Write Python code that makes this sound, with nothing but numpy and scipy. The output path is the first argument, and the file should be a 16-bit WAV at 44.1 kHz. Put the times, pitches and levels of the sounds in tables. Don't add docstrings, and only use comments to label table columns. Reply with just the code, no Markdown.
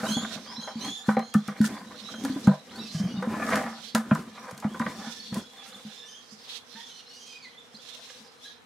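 import sys
import numpy as np
from scipy import signal
from scipy.fft import rfft, irfft
from scipy.io import wavfile

SR = 44100
rng = np.random.default_rng(int(sys.argv[2]) if len(sys.argv) > 2 else 0)


def dump(signal):
    limited = np.clip(np.atleast_2d(signal).T, -1, 1)
    pcm = np.round(limited * 32767).astype(np.int16)
    wavfile.write(sys.argv[1], SR, pcm)


N = 381465
T = np.arange(N) / SR


def undb(db):
    return np.exp(np.asarray(db) * np.log(10) / 20)


def unit(x):
    return x / np.sqrt(np.mean(x ** 2))


def noise(n=N):
    return rng.standard_normal(n)


def walk(rate, n=N):
    steps = int(n * rate / SR) + 2
    return 1.2 * np.interp(np.arange(n) * rate / SR, np.arange(steps), rng.standard_normal(steps))


def band(x, hz, width):
    return signal.lfilter(*signal.iirpeak(hz, hz / width, SR), x)


def body(x, modes, wander_db=0.):
    total = 0
    for k, (hz, width, db) in enumerate(modes):
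        strength = undb(db + wander_db * walk(9))
        total = total + (-1) ** k * strength * band(x, hz, width)
    return total


def cut(x, hz, kind):
    return signal.lfilter(*signal.butter(2, hz, kind, fs=SR), x)


def add(track, s, x):
    i = int(s * SR)
    track[i:i + len(x)] += x[:N - i]


def decay(t, t60):
    return undb(-60 * t / t60)


def grit(spread_db):
    size = np.minimum(rng.exponential(size=N), 6)
    return unit(noise() * undb(spread_db * size))


def tail(t60, wet_db, gap_s):
    t = T[:int(t60 * SR)]
    h = rng.standard_normal((2, len(t))) * decay(t, t60) * (t > gap_s)
    return h / np.sqrt(np.sum(h ** 2, axis=1, keepdims=True)) * undb(wet_db)


def swells(s, length, db, rest_db, rise_db, fall_db):
    t = T[::100]
    u = (t[:, None] - s) / length
    down = np.where(u < 0, rise_db, fall_db) * (np.hypot(u, .3) - .3)
    power = undb(2 * rest_db) + np.sum(undb(2 * (db - down)), axis=1)
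    return np.interp(T, t, np.sqrt(power))


# frequency in Hz, relative spectral level in dB.
YARD_COLOUR = [(18, -32), (30, 1.5), (237, 13.5), (359, 8), (467, 14), (591, 5), (709, 11.5), (1550, 8),
               (4090, 1.5), (11000, -56), (15500, -63)]
# centre in Hz, width of each of two passes in Hz, rms level in dB.
YARD_HUMS = [(243.7, 29, -69), (477, 57, -65.5)]


def yard():
    hz, db = np.transpose(YARD_COLOUR)
    f = np.fft.rfftfreq(N, 1 / SR) + 1
    colour = undb(np.interp(np.log(f), np.log(hz), db))
    mid, left, right = (irfft(rfft(noise()) * colour, N) for _ in range(3))
    air = unit(0.1 * mid + np.array([left, right]))
    hums = sum(undb(level) * unit(band(band(noise(), h, width), h, width))
               for h, width, level in YARD_HUMS)
    return undb(-57 + 0.57 * walk(3.48)) * air + hums


def whistle(length, hz0, hz1, db, over_db):
    u = np.linspace(0, 1, int(length * SR))
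    n = len(u)
    glide = hz0 + (hz1 - hz0) * u ** .7
    scoop = .07 * np.exp(-u * length / .01)
    hz = glide * (1 - scoop + .011 * walk(60, n) + .012 * walk(700, n))
    phase = 2 * np.pi * np.cumsum(hz) / SR
    rasp = phase + .45 * walk(600, n)
    over = unit(np.sin(2 * rasp) + 0.22 * np.sin(3 * rasp) + 0.064 * np.sin(4 * rasp))
    tone_gate, over_gate = (unit(1.6 + np.tanh(1.5 * walk(70, n))) for _ in range(2))
    tone = tone_gate * np.sin(phase) * (1 + 0.25 * walk(500, n))
    tone = tone + undb(over_db) * over_gate * over
    return undb(db) * np.sin(np.pi * u) ** 0.34 * tone


# centre in Hz, width in Hz, mean relative level in dB.
FLOCK_BANDS = [(3780, 1140, 8), (4500, 450, 8), (5250, 1640, 4), (6430, 850, -4), (10000, 1200, -13)]
# peak time in seconds, length in seconds,
# level in dB before the flock is set to the right.
FLOCK_OUTBURSTS = [(0.127, 0.4, -42), (0.543, 0.14, -43.5), (0.875, 0.34, -45), (1.796, 1, -51.5),
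                   (2.145, 1, -51.5), (2.9, 0.26, -46), (3.13, 0.19, -53.5), (3.846, 0.21, -46.5),
                   (4.396, 0.17, -53), (4.997, 0.42, -53), (5.253, 0.21, -48), (5.894, 0.78, -52),
                   (6.508, 0.11, -45.5), (6.824, 0.21, -46), (7.264, 0.52, -51.5), (7.868, 0.14, -46.5),
                   (8.077, 0.23, -46), (8.461, 0.076, -44)]


def flock():
    chirps = np.zeros((2, N))
    for k, (when, pitch, long, bend) in enumerate(rng.random((120, 4))):
        hz = 3300 * 2 ** (.8 * pitch ** 1.4)
        call = whistle(0.0182 + 0.0652 * long, hz * (.85 + .2 * bend), hz, db=0, over_db=-26.5)
        add(chirps[k % 2], when * N / SR, call)
    echoes = signal.fftconvolve(chirps, tail(0.4, 1.4, 0.0015), axes=1)[:, :N]
    chirps = chirps + echoes + 0.94 * chirps[::-1]
    mid, left, right = (body(band(noise(), 2600, 8000), FLOCK_BANDS, wander_db=6.0) * undb(3.2 * walk(40))
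                        for _ in range(3))
    blur = unit(mid + 2.13 * np.array([left, right]))
    swell = swells(*np.transpose(FLOCK_OUTBURSTS), rest_db=-93, rise_db=21.5, fall_db=16.5)
    return swell * (blur + undb(-8) * unit(chirps))


# start in seconds, length in seconds, start of glide in Hz, end of glide in Hz,
# level in dB before trees and placing.
NEAR_TONES = [ (0.062, 0.18, 2980, 3553, -35), (0.054, 0.13, 3750, 4470, -37.5),
              (0.464, 0.12, 4650, 5600, -44), (0.558, 0.086, 4070, 4060, -37),
              (0.604, 0.11, 3360, 3130, -44.5), (0.801, 0.08, 3940, 4370, -37.5),
              (0.806, 0.2, 3056, 3540, -38), (1.111, 0.2, 4090, 4200, -49),
              (1.212, 0.19, 3220, 3310, -53.5), (1.997, 0.085, 4730, 5920, -54),
              (2.038, 0.071, 3950, 3950, -42), (2.081, 0.18, 3300, 3225, -49.5),
              (2.429, 0.096, 4060, 4060, -48.5), (2.694, 0.034, 2830, 4430, -48),
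              (2.72, 0.038, 4230, 4150, -54), (2.757, 0.024, 4480, 4600, -42.5),
              (2.78, 0.037, 3840, 3930, -39.5), (2.807, 0.077, 2720, 2710, -50),
              (2.873, 0.086, 4230, 4120, -48), (2.903, 0.173, 3100, 3130, -50.5),
              (3.078, 0.12, 2920, 2990, -51.5), (3.146, 0.055, 3676, 3760, -47.5),
              (4.674, 0.25, 2860, 4240, -54), (4.845, 0.71, 3605, 3380, -53),
              (5.062, 0.17, 1770, 1764, -55), (4.899, 0.3, 4440, 4350, -57),
              (5.189, 0.13, 4440, 4390, -43.5), (5.26, 0.2, 3750, 3250, -52), (5.537, 0.25, 900, 1623, -58),
              (5.546, 0.088, 3800, 3320, -49), (5.719, 0.026, 3160, 4550, -47),
              (5.743, 0.034, 3600, 3500, -44), (5.9, 0.23, 3524, 3560, -48),
              (5.877, 0.28, 1670, 1768, -58.5), (6.034, 0.18, 2854, 3277, -48.5),
              (5.932, 0.12, 5040, 5360, -56), (6.038, 0.16, 6070, 6080, -71),
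              (6.385, 0.045, 4400, 5420, -53), (6.733, 0.17, 3610, 3490, -49),
              (6.745, 0.085, 878, 961, -50.5), (6.848, 0.19, 3420, 2750, -52),
              (6.892, 0.11, 3940, 4220, -50), (7.066, 0.1, 4230, 4390, -49), (7.11, 0.26, 6000, 5870, -56),
              (7.096, 0.131, 2960, 2900, -54), (7.183, 0.16, 3310, 3120, -50),
              (7.26, 0.14, 2570, 2430, -49.5), (7.395, 0.1, 2503, 1945, -48),
              (7.572, 0.041, 3660, 3550, -46), (7.742, 0.02, 5020, 3900, -45),
              (7.756, 0.022, 4150, 5200, -47), (7.895, 0.062, 3440, 3700, -49),
              (8.09, 0.035, 1900, 4350, -53), (8.449, 0.046, 1707, 1660, -49.5),
              (8.435, 0.055, 3750, 4050, -44.5), (8.454, 0.058, 3400, 3180, -53.5)]
# dB lost per octave below the knee (negative: gained), dB lost per octave above.
OVERTONE_LOSS = (-2.5, 128)


def near_tones():
    out = np.zeros(N)
    knee_hz, knee_db = 3302, -6.5
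    for s, length, hz0, hz1, db in NEAR_TONES:
        octaves = np.log2((hz0 + hz1) / 2 / knee_hz)
        over_db = knee_db - OVERTONE_LOSS[int(octaves > 0)] * abs(octaves)
        add(out, s, whistle(length, hz0, hz1, db, over_db))
    return out


def birds():
    calls = near_tones()
    echoes = signal.fftconvolve(calls[None], tail(0.44, -4.5, 0.013))[:, :N]
    return (0.92 * calls + echoes + flock()) * undb([[-2.2], [2.2]])


# peak time in seconds, length in seconds,
# then drive in dB of the hollow's drone, the wall's scrape and the loose dirt.
GROUND_SHOVES = [(0.01, 0.13, -58, -35, -67), (0.095, 0.094, -31, -44, -39.5), (0.214, 0.78, -45, -45, -60),
                 (0.866, 0.073, -34, -40.5, -47), (1.101, 0.06, -67, -37, -49),
                 (1.66, 0.032, -50, -57, -36.5), (1.73, 0.24, -38.5, -43.5, -54.5),
                 (2.33, 0.36, -39.5, -50.5, -54.5), (2.78, 0.17, -42, -50, -59),
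                 (3.053, 0.16, -40.5, -43.5, -62), (3.287, 0.17, -33.5, -42.5, -60.5),
                 (3.436, 0.34, -33.5, -38, -65), (3.541, 0.17, -33, -30, -42),
                 (4.172, 0.14, -33, -49.5, -55), (4.472, 0.19, -62, -42.5, -59),
                 (4.866, 0.39, -36.5, -53, -55), (5.01, 0.13, -61, -42, -66),
                 (5.373, 0.07, -33, -47.5, -50), (5.71, 0.32, -53, -53.5, -57),
                 (6.481, 0.23, -81, -58.5, -62.5), (8.055, 0.53, -85, -59, -66)]
# hollow, wall and dirt, each in dB.
SHOVE_REST = (-93, -67.5, -71.5)


def shoves(layer):
    s, length, *db = np.transpose(GROUND_SHOVES)
    return swells(s, length, db[layer], SHOVE_REST[layer], rise_db=20.5, fall_db=23)


def dirt():
    mid, side = (unit(cut(cut(grit(4.1) * undb(2 * walk(40)), 2460, "high"), 8700, "low"))
                 for _ in range(2))
    return shoves(layer=2) * (mid + 1.2 * side * np.array([[.5], [-1]]))


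# centre in Hz, width in Hz, relative level in dB.
HOLLOW_MODES = [(217, 26.7, 8), (318, 13, -33), (139, 140, -19)]
# centre in Hz, width in Hz, mean relative level in dB.
WALL_MODES = [(506, 54, 1.5), (645, 49, 2), (779, 55.5, -0.5), (1009, 92, -0.5), (1179, 98, -3.5),
              (1447, 220, 0), (1634, 170, -5.5), (1743, 72, -0.5), (1888, 384, -10), (2412, 270, -10)]


def drag():
    air = unit(body(noise() * undb(3.8 * walk(25)), HOLLOW_MODES))
    slips = band(grit(4.5) * undb(3.6 * walk(80)), 1130, 1720)
    rim = unit(band(slips, 1300, 1300))
    wall = unit(body(slips, WALL_MODES, wander_db=3.5)) + .45 * rim
    return air * shoves(layer=0) + unit(wall) * shoves(layer=1)


# time in seconds (onset 2 ms before),
# noise level in dB before filtering.
PLASTIC_TICKS = [(1.194, -37), (1.3414, -26), (1.48, -32.5), (1.6153, -30.5), (2.2394, -33),
                 (2.2508, -26.5), (3.227, -41), (2.4733, -32.5), (3.5583, -24), (3.9507, -15),
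                 (3.9824, -34), (4.151, -31), (4.512, -37.5), (4.579, -35), (4.602, -36.5), (4.797, -35),
                 (5.345, -28)]


def ticks():
    out, t = np.zeros(N), T[:SR // 5]
    fade = (1 - np.exp(-t / 0.0012)) * (decay(t, 0.011) + 0.055 * decay(t, 0.22))
    fade = fade / fade.max()
    for s, db in PLASTIC_TICKS:
        add(out, s - .002, undb(db) * noise(len(t)) * fade)
    return cut(cut(out, 2530, "high"), 9000, "low")


# time in seconds (onset 2 ms before), drive in dB,
# frequency favoured by the place of contact in Hz.
WALL_SHAKES = [(0.031, -21, 590), (0.17, -31.5, 760), (0.675, -26, 776), (1.089, -17.5, 1320),
               (1.169, -19.5, 530), (1.194, -25, 547), (1.342, -25, 1290), (1.484, -27, 1340),
               (1.564, -40, 2240), (1.613, -32.5, 1560), (1.642, -29.5, 1660), (1.945, -37.5, 590),
               (2.088, -38, 1270), (2.138, -34, 1370), (2.248, -26, 1100), (2.285, -34.5, 1400),
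               (2.365, -37.5, 600), (2.472, -17.5, 610), (3.225, -24.5, 496), (3.489, -25, 1200),
               (3.555, -21, 1780), (3.57, -17, 644), (3.662, -25.5, 890), (3.95, -15.5, 1300),
               (4.112, -19.5, 1000), (4.153, -26.5, 1340), (4.626, -31, 1080), (4.644, -28, 970),
               (4.744, -34, 1180), (4.799, -26.5, 1180), (4.814, -23.5, 1190), (4.865, -25, 1080),
               (5.076, -37, 1100), (5.326, -33.5, 520)]


def clatter():
    shake, t = np.zeros(N), T[:SR // 4]
    fade = 4.8 * decay(t, 0.011) + decay(t, 0.054) + 0.32 * decay(t, 0.3)
    fade = (1 - np.exp(-t / 0.0024)) * fade
    for s, db, hz in WALL_SHAKES:
        rattle = unit(noise(len(t)) * undb(2.5 * walk(119, len(t))) * fade)
        add(shake, s - .002, undb(db) * (0.68 * band(rattle, hz, 0.41 * hz) + 0.33 * rattle))
    wall = body(shake, WALL_MODES, wander_db=3.0) + 0.27 * band(shake, 890, 2150)
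    return cut(wall, 3150, "low")


# time in seconds (onset 8 ms before), peak of this boom alone in dB,
# pitch in Hz, time to fall 60 dB in seconds (held to 0.03-0.5).
POT_BLOWS = [(0.038, -27, 213, 0.072), (0.112, -22.5, 216, 0.14), (0.174, -18.5, 233, 0.1),
             (0.368, -30.5, 223, 0.1), (0.587, -30.5, 225, 0.095), (0.763, -28, 225, 0.17),
             (0.883, -30, 279, 0.098), (1.091, -11.5, 213, 0.22), (1.176, -18.5, 223.5, 0.18),
             (1.359, -10, 210, 0.14), (1.489, -25, 206, 0.13), (1.611, -9.5, 215.7, 0.19),
             (1.735, -39, 286.5, 0.38), (2.151, -36, 216.7, 0.28), (2.245, -22, 272.4, 0.17),
             (2.305, -21.5, 266, 0.13), (2.368, -22.5, 277, 0.07), (2.482, -3, 198, 0.1),
             (2.781, -35, 233, 0.21), (2.954, -23, 160.5, 0.14), (3.006, -19, 194.4, 0.16),
             (3.045, -21.5, 179, 0.15), (3.146, -26, 218, 0.12), (3.18, -23.5, 192, 0.2),
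             (3.279, -21.5, 217, 0.26), (3.657, -29.5, 227, 0.29), (3.954, -16.5, 222.5, 0.28),
             (4.122, -8.5, 209, 0.057), (4.534, -33, 184, 0.055), (4.656, -16, 210.6, 0.11),
             (4.809, -19.5, 226, 0.13), (4.865, -25, 205, 0.13), (5.077, -32, 229.3, 0.15),
             (5.33, -23.5, 200, 0.065), (5.376, -26, 206, 0.11), (5.857, -34, 213.5, 0.15),
             (6.329, -44, 214, 0.21), (6.755, -44, 215, 0.2), (7.749, -45, 220, 0.12),
             (8.21, -47.5, 220, 0.14)]


def blows():
    boom, t = np.zeros(N), T[:SR // 2]
    rise = (1 - np.exp(-t / 0.0026)) ** 2
    for s, db, hz, t60 in POT_BLOWS:
        air = np.sin(2 * np.pi * hz * t) * decay(t, np.clip(t60, .03, .5))
        air += undb(-13.0) * np.sin(2 * np.pi * 0.752 * hz * t) * decay(t, 0.15)
        air *= rise * undb(2.2 * walk(70, len(t)))
        add(boom, s - .008, undb(db) * air / np.abs(air).max())
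    return boom


def fence(pot):
    bright = cut(cut(pot, 340, "high"), 340, "high")
    return signal.fftconvolve(bright[None], tail(0.1, -8.0, 0.0032))[:, :N]


def scene():
    pot = blows() + clatter() + drag() + ticks()
    return yard() + birds() + dirt() + fence(pot) + pot


def record(dry):
    top = signal.ellip(8, .2, 70, 15700, fs=SR, output="sos")
    return signal.sosfilt(top, cut(dry, 65, "high"))


dry = scene()
out = record(dry)
dump(out)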